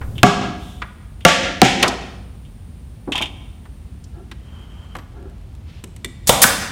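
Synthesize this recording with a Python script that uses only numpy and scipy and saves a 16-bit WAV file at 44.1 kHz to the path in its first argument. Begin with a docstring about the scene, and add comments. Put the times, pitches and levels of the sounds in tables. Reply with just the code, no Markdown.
"""Mallet and air stapler in a workshop

A shot-filled rubber mallet strikes a pine box three times, exciting its modes, and is laid on the bench.
An air stapler is lifted on its hose, pressed on the box and fired: valve hiss, driver blow, exhaust,
piston return. The hall adds reverberation and a far-wall echo over ventilation rumble, and the loud
blows overload the microphone."""
import sys
import numpy as np
from scipy import signal
from scipy.fft import rfft, irfft, next_fast_len
from scipy.io import wavfile

SR = 44100
rng = np.random.default_rng(int(sys.argv[2]) if len(sys.argv) > 2 else 0)


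def int16_out(signal):
    """Quantize to a 16-bit WAV file."""
    q = np.round(np.clip(np.atleast_2d(signal).T, -1, 1) * 32767)
    wavfile.write(sys.argv[1], SR, q.astype(np.int16))


N = 296084
T = np.arange(N) / SR
AGE = T[:SR]  # seconds since an impact

# modes of the pine box: pitch_hz, t60_s, first_spot_db, second_spot_db, third_spot_db
BOX_MODES = [(132, 0.18, -1, -29.5, -26), (172, 0.45, -4.5, -13, -12), (191.4, .06, -7, -11, -14),
             (250, 0.11, 5, -8.5, -6.5), (305, .09, 0, -17, -7), (392, 0.088, -19.5, -5, -7),
             (490, 0.1, -12, -9, 1), (540, 0.1, -12, 1, -9.5), (590, 0.16, -7, -6, -9),
             (696, 0.16, -7, 1.5, -4), (732, 0.12, -17, -9, -5.5), (786, 0.1, -8, -10, -7.5),
             (879, .16, -18, -4.5, -19), (1084, 0.057, -4, -12.5, -13), (1356, 0.15, -17, -8, -8),
             (1670, 0.12, -13, -13.5, -7.5)]
# modes of the stapler's steel body: pitch_hz, t60_s, level_db
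STEEL_MODES = [(1960, 0.026, 0.5), (2300, 0.027, -3.5), (3543, 0.025, 3), (4290, 0.025, -9),
               (7500, 0.021, -12), (8242, 0.028, -6)]
# spectrum of a small hard click: frequency_hz, level_db
CLICK_SPECTRUM = [(200, -16), (1000, -1.5), (3500, 3), (5000, -5), (8000, 0.5), (11000, -3.5),
                  (16000, -18.5)]


def undb(db):
    """Amplitude ratio of a level in decibels."""
    return 10 ** (np.asarray(db) / 20)


def fade(t, t60):
    """Exponential decay from t = 0, falling 60 dB in t60 seconds."""
    return (t >= 0) * np.exp(-np.log(1000) * np.maximum(t, 0) / t60)


def add(track, start_s, sound):
    """Superposition: a sound sums into the track from start_s on."""
    i = max(int(start_s * SR), 0)
    track[i:i + len(sound)] += sound[:len(track) - i]


def along(points, hz, axis=1):
    """Interpolation of a table column over log frequency."""
    points = np.array(points, float)
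    return np.interp(np.log(np.maximum(hz, 1)), np.log(points[:, 0]), points[:, axis])


def noise(spectrum, size):
    """Spectral shaping of white noise, scaled to unit rms."""
    n = next_fast_len(size, True)
    gain = undb(along(spectrum, np.fft.rfftfreq(n, 1 / SR)))
    y = irfft(rfft(rng.standard_normal(n)) * gain, n)[:size]
    return y / y.std()


def split(x):
    """Complementary half-octave bands that sum to x, as (centre_hz, band) pairs."""
    centres = 44 * 2 ** np.arange(0, 9, .5)
    hz, whole = np.fft.rfftfreq(len(x), 1 / SR), rfft(x)
    return [(c, irfft(whole * np.interp(hz, centres, centres == c), len(x))) for c in centres]


def burst(spectrum, t60, damping, smoothing=0):
    """Dense modes decay like noise; t60 holds at 1 kHz and varies as frequency ** -damping."""
    t = AGE[:SR // 3]
    bands = split(noise(spectrum, len(t)))
    y = sum(band * fade(t, t60 * (1000 / hz) ** damping) for hz, band in bands)
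    rms = y.std()
    hz = np.maximum(np.fft.rfftfreq(len(t), 1 / SR), 30)
    even = undb(along(spectrum, hz)) * (1000 / hz) ** (damping / 2)
    taper = np.clip(2 - 3 * t / t[-1], 0, 1)
    for _ in range(smoothing):  # modal overlap: in a large body no peak stands out
        phase = np.angle(rfft(y))
        y = irfft(even * np.exp(1j * phase), len(t)) * taper
    return y * rms / y.std()


def ring(modes):
    """Free vibration: damped sines of alternating sign, from rows of pitch_hz, t60_s, level_db."""
    return sum((-1) ** k * undb(db) * fade(AGE, t60) * np.sin(2 * np.pi * hz * AGE)
               for k, (hz, t60, db) in enumerate(modes))


def swell(start_s, length_s, db, attack_s=.045, release_t60=.28):
    """Envelope of a sustained excitation: linear rise, hold, exponential decay."""
    rise = np.clip((T - start_s) / attack_s, 0, 1)
    return undb(db) * rise * fade(np.maximum(T - start_s - length_s, 0), release_t60)


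def stick_slip(per_s=35, spread_db=2):
    """Stick-slip friction: the gain of a rubbing contact wavers at random."""
    marks = np.arange(0, T[-1], 1 / per_s)
    return undb(spread_db * np.interp(T, marks, rng.standard_normal(len(marks))))


def background(vent_db=-35.5, hiss_db=-63.5, drop_db=9, drop_start_s=3.7, drop_length_s=1.2):
    """Broadband noise: steady ventilation rumble, and a thin hiss that sinks once."""
    # spectra of the ventilation and the hiss: frequency_hz, level_db
    vent = [(15, -58), (28, -25), (42, -3.5), (58, 1.5), (90, -3), (125, -9.5), (230, -15.5), (330, -25.5),
            (500, -31.5), (750, -33.5), (1500, -41.3), (3000, -42.3), (6000, -50.8), (16000, -59.5)]
    hiss = [(5000, -27.5), (8000, -9.5), (9000, -0.5), (9900, -3.5), (10600, -24), (14000, -17),
            (15000, -4.5), (16000, -22)]
    sunk = np.clip((T - drop_start_s) / drop_length_s, 0, 1)
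    return undb(vent_db) * noise(vent, N) + undb(hiss_db - drop_db * sunk) * noise(hiss, N)


def hall(x, gap_s=.02, build_s=.022, near_t60=.57, echo_s=.18, echo_t60=.5):
    """Convolution with a room response: early scattering, diffuse decay and a smeared far-wall echo."""
    # reverberation of the hall: frequency_hz, t60_s, level_db
    reverberation = [(60, 1, -21.5), (170, 1.2, -8), (600, 0.92, -9), (2878, 0.8, -8.7), (5500, 0.74, -7.7),
                     (7800, 0.54, -7.5), (11000, 0.4, -10.5), (16120, .35, -16)]
    # reflections from floor and shelves: delay_s, level_db
    reflections = [(.015, -26), (.034, -21)]
    t = T[:SR * 3 // 2]
    response = np.zeros(len(t))
    since = np.maximum(t - gap_s, 0)
    build = np.clip(t / (gap_s + build_s), 0, 1) ** .7  # scattering thickens gradually
    for hz, band in split(rng.standard_normal(len(t))):
        t60, db = along(reverberation, hz), along(reverberation, hz, axis=2)
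        near = undb(-1 - 6 * abs(np.log2(hz / 1000))) * fade(since, near_t60)
        absorption = fade(echo_s, t60)  # the long path dulls the echo
        echo = undb(4) * absorption * fade(t - echo_s, echo_t60)
        power = (near ** 2 + fade(since, t60) ** 2) * build ** 2 + echo ** 2
        response += undb(db) * band * np.sqrt(power * 2 * np.log(1000) / SR)
    for delay_s, db in reflections:
        add(response, delay_s, undb([db]))
    return signal.fftconvolve(x, response)[:N]


def handling(ticks_start_s=5.1, ticks_length_s=.7):
    """Friction and light impacts: the shifted box rumbles, a sleeve rustles, loose staples tick."""
    # spectra of the sliding box and the sleeve: frequency_hz, level_db
    rumble = [(20, -11), (35, -12), (60, -8), (110, -4.5), (180, -20), (400, -29.5), (2000, -56.5)]
    cloth = [(400, -8), (1500, -5), (2800, 0), (4500, -7), (8000, -21), (16000, -35)]
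    out = noise(rumble, N) * swell(start_s=0, length_s=.2, db=-26.5, attack_s=.01, release_t60=.6)
    out += noise(cloth, N) * swell(start_s=5.65, length_s=.14, db=-52) * stick_slip()
    for when, softness in rng.random(size=(7, 2)):
        tick = undb(-53 - 8 * softness) * burst(CLICK_SPECTRUM, t60=.03, damping=.15)
        add(out, ticks_start_s + when * ticks_length_s, tick)
    return out


def hose(grip_t60=.035):
    """Friction excitation: the hose drags over the bench edge and drives the box's upper modes."""
    # friction spectra of the hose on the bench edge and on the box: frequency_hz, level_db
    on_edge = [(200, -2), (700, -1), (1300, 1.5), (1900, -6), (2400, -9), (2900, -4), (3150, 8.5),
               (3500, -19), (8000, -19.5), (16000, -32)]
    on_box = [(390, 7), (550, -10.5), (700, -8.5), (950, -7.5), (1600, -3.5), (3000, -8)]
    # brushes against the box: start_s, length_s, level_db
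    brushes = [(4.115, .07, -44), (5.125, .17, -42.5)]
    body = ring([(hz, grip_t60, db) for hz, _, _, db, _ in BOX_MODES[4:]])
    rub = signal.fftconvolve(noise(on_box, N), body)[:N]
    pressure = sum(swell(*brush) for brush in brushes)
    drag = noise(on_edge, N) * swell(start_s=4.36, length_s=.61, db=-51, attack_s=.17, release_t60=.2)
    return (drag + rub / rub.std() * pressure) * stick_slip()


def thud(db):
    """Impulse response of the boards: low, damped modes answer a small contact."""
    # frequency_hz, level_db
    boards = [(80, -16), (190, -5), (280, 0), (380, -3), (550, -16), (1500, -40), (6000, -65)]
    return undb(db) * burst(boards, t60=.13, damping=.4)


def knocks(contact_s=.0014):
    """Impacts of loose objects: each excites a broad resonance over a thud of the boards."""
    # contacts on box, bench and floor: start_s, level_db, centre_hz, width_octaves, t60_s, thud_db
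    contacts = [(0.013, -31, 1019, .85, .18, -45), (0.8182, -19, 1480, .8, .095, -39),
                (1.8265, -1.5, 2500, 1.05, .095, -22), (1.832, -12, 850, 1.1, .34, -25),
                (1.8784, -14.5, 5130, .65, .11, -35), (3.075, -30.5, 700, .6, .18, -20.5),
                (3.148, -27, 860, .3, .26, -38), (3.206, -21, 870, .35, .08, -28),
                (3.653, -39.5, 1300, .95, .08, -48), (4.04, -39.5, 5700, .5, .085, -60),
                (4.3137, -28.5, 2100, 1.15, .075, -44), (4.951, -23.5, 900, 1.1, .08, -41),
                (4.985, -34, 1100, 1.5, .1, -46)]
    out = np.zeros(N)
    hz = np.geomspace(30, 18000, 30)
    onset = 1 - np.exp(-AGE / contact_s)
    for start_s, db, centre_hz, octaves, t60, thud_db in contacts:
        hump_db = -30 * np.log1p((np.log2(hz / centre_hz) / octaves) ** 2 / 5)
        knock = undb(db) * burst(np.c_[hz, hump_db], t60, damping=.42) + thud(thud_db)
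        add(out, start_s, knock * onset[:len(knock)])
    return out


def latches(seat_s=.0008, spring_s=4.966):
    """Impact excitation: the stapler's nose and trigger ring its body and bump the box; a spring pings."""
    # nose and trigger clicks: start_s, level_db, relative_ring_db, thud_db
    clicks = [(4.952, -35, -20, -50), (4.966, -35, -20, -41), (5.55, -46, -20, -60),
              (5.839, -26.5, -26, -36), (5.963, -35.5, -18, -50), (6.0455, -20, 1.5, -31),
              (6.058, -34, 3, -50), (6.265, -36, -16, -45)]
    out, steel = np.zeros(N), ring(STEEL_MODES)
    onset = 1 - np.exp(-AGE / seat_s)
    for start_s, db, ring_db, thud_db in clicks:
        click = undb(db) * burst(CLICK_SPECTRUM, t60=.034, damping=.15) + thud(thud_db)
        add(out, start_s, click * onset[:len(click)])
        add(out, start_s, undb(db + ring_db) * steel * onset)
    add(out, spring_s, ring([(12680, .22, -54)]))
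    return out


def shot(spray_db=-3, shell_db=-7, scatter_db=2):
    """Granular impacts: pellets slide in the mallet head, spray against its wall, ring it and click."""
    # shot shifting and the head bouncing on the bench: start_s, level_db, relative_click_db
    rattles = [(0.156, -42, -10), (0.181, -28, -7), (1.207, -38, -7), (2.45, -49, -15),
               (3.1205, -13.5, -22), (3.155, -14.5, -30), (3.179, -16.5, -11), (3.214, -19, -20),
               (3.223, -15.5, -8), (3.257, -26, -20)]
    # spectra of sliding and of spraying pellets: frequency_hz, level_db
    slide = [(1500, -18), (2800, -0.5), (3500, 7), (4300, -9.5), (8000, -8), (16000, -18)]
    spray = [(200, -17), (900, -18), (1600, -16.5), (2400, -6.5), (3130, .5), (3600, -6), (4200, -20),
             (9000, -28), (16000, -45)]
    # modes of the hollow head: pitch_hz, t60_s, level_db
    shell = [(2400, 0.056, -5), (3000, 0.049, -2), (3210, .08, 0), (3600, .06, -3), (3580, 0.11, -4),
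             (6900, 0.033, -15.5), (8750, .04, -16.5)]
    out = noise(slide, N) * swell(start_s=.56, length_s=.15, db=-47.3, attack_s=.07, release_t60=.8)
    scatter = scatter_db * rng.standard_normal((len(rattles), len(shell)))
    for (start_s, db, click_db), offsets_db in zip(rattles, scatter):
        modes = [(hz, t60, level + offset) for (hz, t60, level), offset in zip(shell, offsets_db)]
        add(out, start_s, undb(db + spray_db) * burst(spray, t60=.13, damping=.1))
        add(out, start_s, undb(db + shell_db) * ring(modes))
        add(out, start_s, undb(db + click_db) * burst(CLICK_SPECTRUM, t60=.015, damping=.14))
    return out


def air_jets(bleed_db=-23):
    """Turbulent flow: the valve fills the cylinder; the exhaust dumps it in a puff, then bleeds off."""
    # spectra of the valve and exhaust jets: frequency_hz, level_db
    valve = [(100, 6), (400, -14), (1500, -11), (3500, -5.5), (7000, 0.5), (10000, -1.5), (13000, -8),
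             (15500, -8)]
    exhaust = [(100, -12), (400, -13), (900, -8), (2500, -8), (5000, -5.5), (7000, -4), (9300, -0.5),
               (12000, -5), (16000, -6)]
    filling = swell(start_s=6.2705, length_s=.01, db=-13, attack_s=.0025, release_t60=.2)
    puff = dict(start_s=6.416, length_s=.02, db=-2.8, attack_s=.005)
    emptying = swell(**puff, release_t60=.05) + undb(bleed_db) * swell(**puff, release_t60=.65)
    return filling * noise(valve, N) + emptying * noise(exhaust, N)


def stapler(drive_s=6.293, return_s=6.44, steel_db=-15):
    """Pneumatic impacts: the driver sinks the staple, the piston hits its stop; both ring the body."""
    # spectra of the driver and piston blows: frequency_hz, level_db
    driver = [(40, -11), (120, -1.5), (240, -1), (370, -9.5), (530, 2.5), (750, 0), (1150, -3.5),
              (1700, -14.5), (3500, -4), (4300, -14), (9000, -8), (16000, -15)]
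    piston = [(60, -10), (220, 6.5), (400, -8), (800, 0), (1150, 9.5), (1650, 10.5), (2100, 6), (4000, 0.5),
              (9000, -3.5), (16000, -22)]
    # housing modes rung by the returning piston: pitch_hz, t60_s, level_db
    housing = [(1098, 0.11, -34), (1340, 0.13, -18), (1422, 0.32, -19), (1517, 0.24, -14.5),
               (1710, 0.11, -14)]
    out = air_jets()
    for start_s, db, t60, spectrum in ((drive_s, 3.6, .071, driver), (return_s, -.71, .057, piston)):
        add(out, start_s, undb(db) * burst(spectrum, t60, damping=.38, smoothing=2))
        add(out, start_s, undb(db + steel_db) * ring(STEEL_MODES))
    add(out, return_s, ring(housing))
    return out


def mallet(push_s=.002):
    """Modal excitation: the contact cracks, then rubber drives the box modes, weighted by strike spot."""
    # blows, each layer on its own relative scale: start_s, ring_db, thump_db, crack_db
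    blows = [(0.2315, -4.5, 0.5, -0.5), (1.2505, -2.3, -2.2, 2.8), (1.6167, -4.3, -2, 3.3)]
    # spectra of the boards' dense short-lived modes and of the contact: frequency_hz, level_db
    thump_spectrum = [(40, -32), (110, -8.5), (220, -2.3), (450, -3.3), (700, 1), (1500, -5.7), (3000, -17),
                      (6000, -24), (16000, -50)]
    crack_spectrum = [(200, -27), (900, -10.5), (1800, 2.5), (3200, 5), (4500, -3.5), (7000, -4),
                      (10000, -14.5), (16000, -25)]
    out = np.zeros(N)
    push = 1 - np.exp(-AGE / push_s)
    for spot, (start_s, ring_db, thump_db, crack_db) in enumerate(blows):
        box = ring([(hz, t60, spots_db[spot]) for hz, t60, *spots_db in BOX_MODES])
        thump = burst(thump_spectrum, t60=.037, damping=.48, smoothing=4)
        crack = burst(crack_spectrum, t60=.02, damping=.6, smoothing=4)
        add(out, start_s, undb(ring_db - 2) * box * push)
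        add(out, start_s, undb(thump_db + 11.5) * thump * push[:len(thump)])
        add(out, start_s, undb(crack_db + 10.5) * crack)
    return out


def scene():
    """Direct and reverberant fields add; each source sends its own share into the hall."""
    # sound, send_db
    sources = [(mallet(), -.4), (knocks(), -4), (shot(), -8), (stapler(), 2.5),
               (latches() + hose() + handling(), -3.3)]
    direct = sum(sound for sound, _ in sources)
    sent = sum(sound * undb(send_db) for sound, send_db in sources)
    return (direct + hall(sent) + background())[None]


def record(dry):
    """Overload: the microphone clips hard at full scale, then a low-pass cuts above 16 kHz."""
    lowpass = signal.ellip(8, .2, 60, 16000, fs=SR, output="sos")
    return signal.sosfilt(lowpass, np.clip(dry, -1, 1))


dry = scene()
out = record(dry)
int16_out(out)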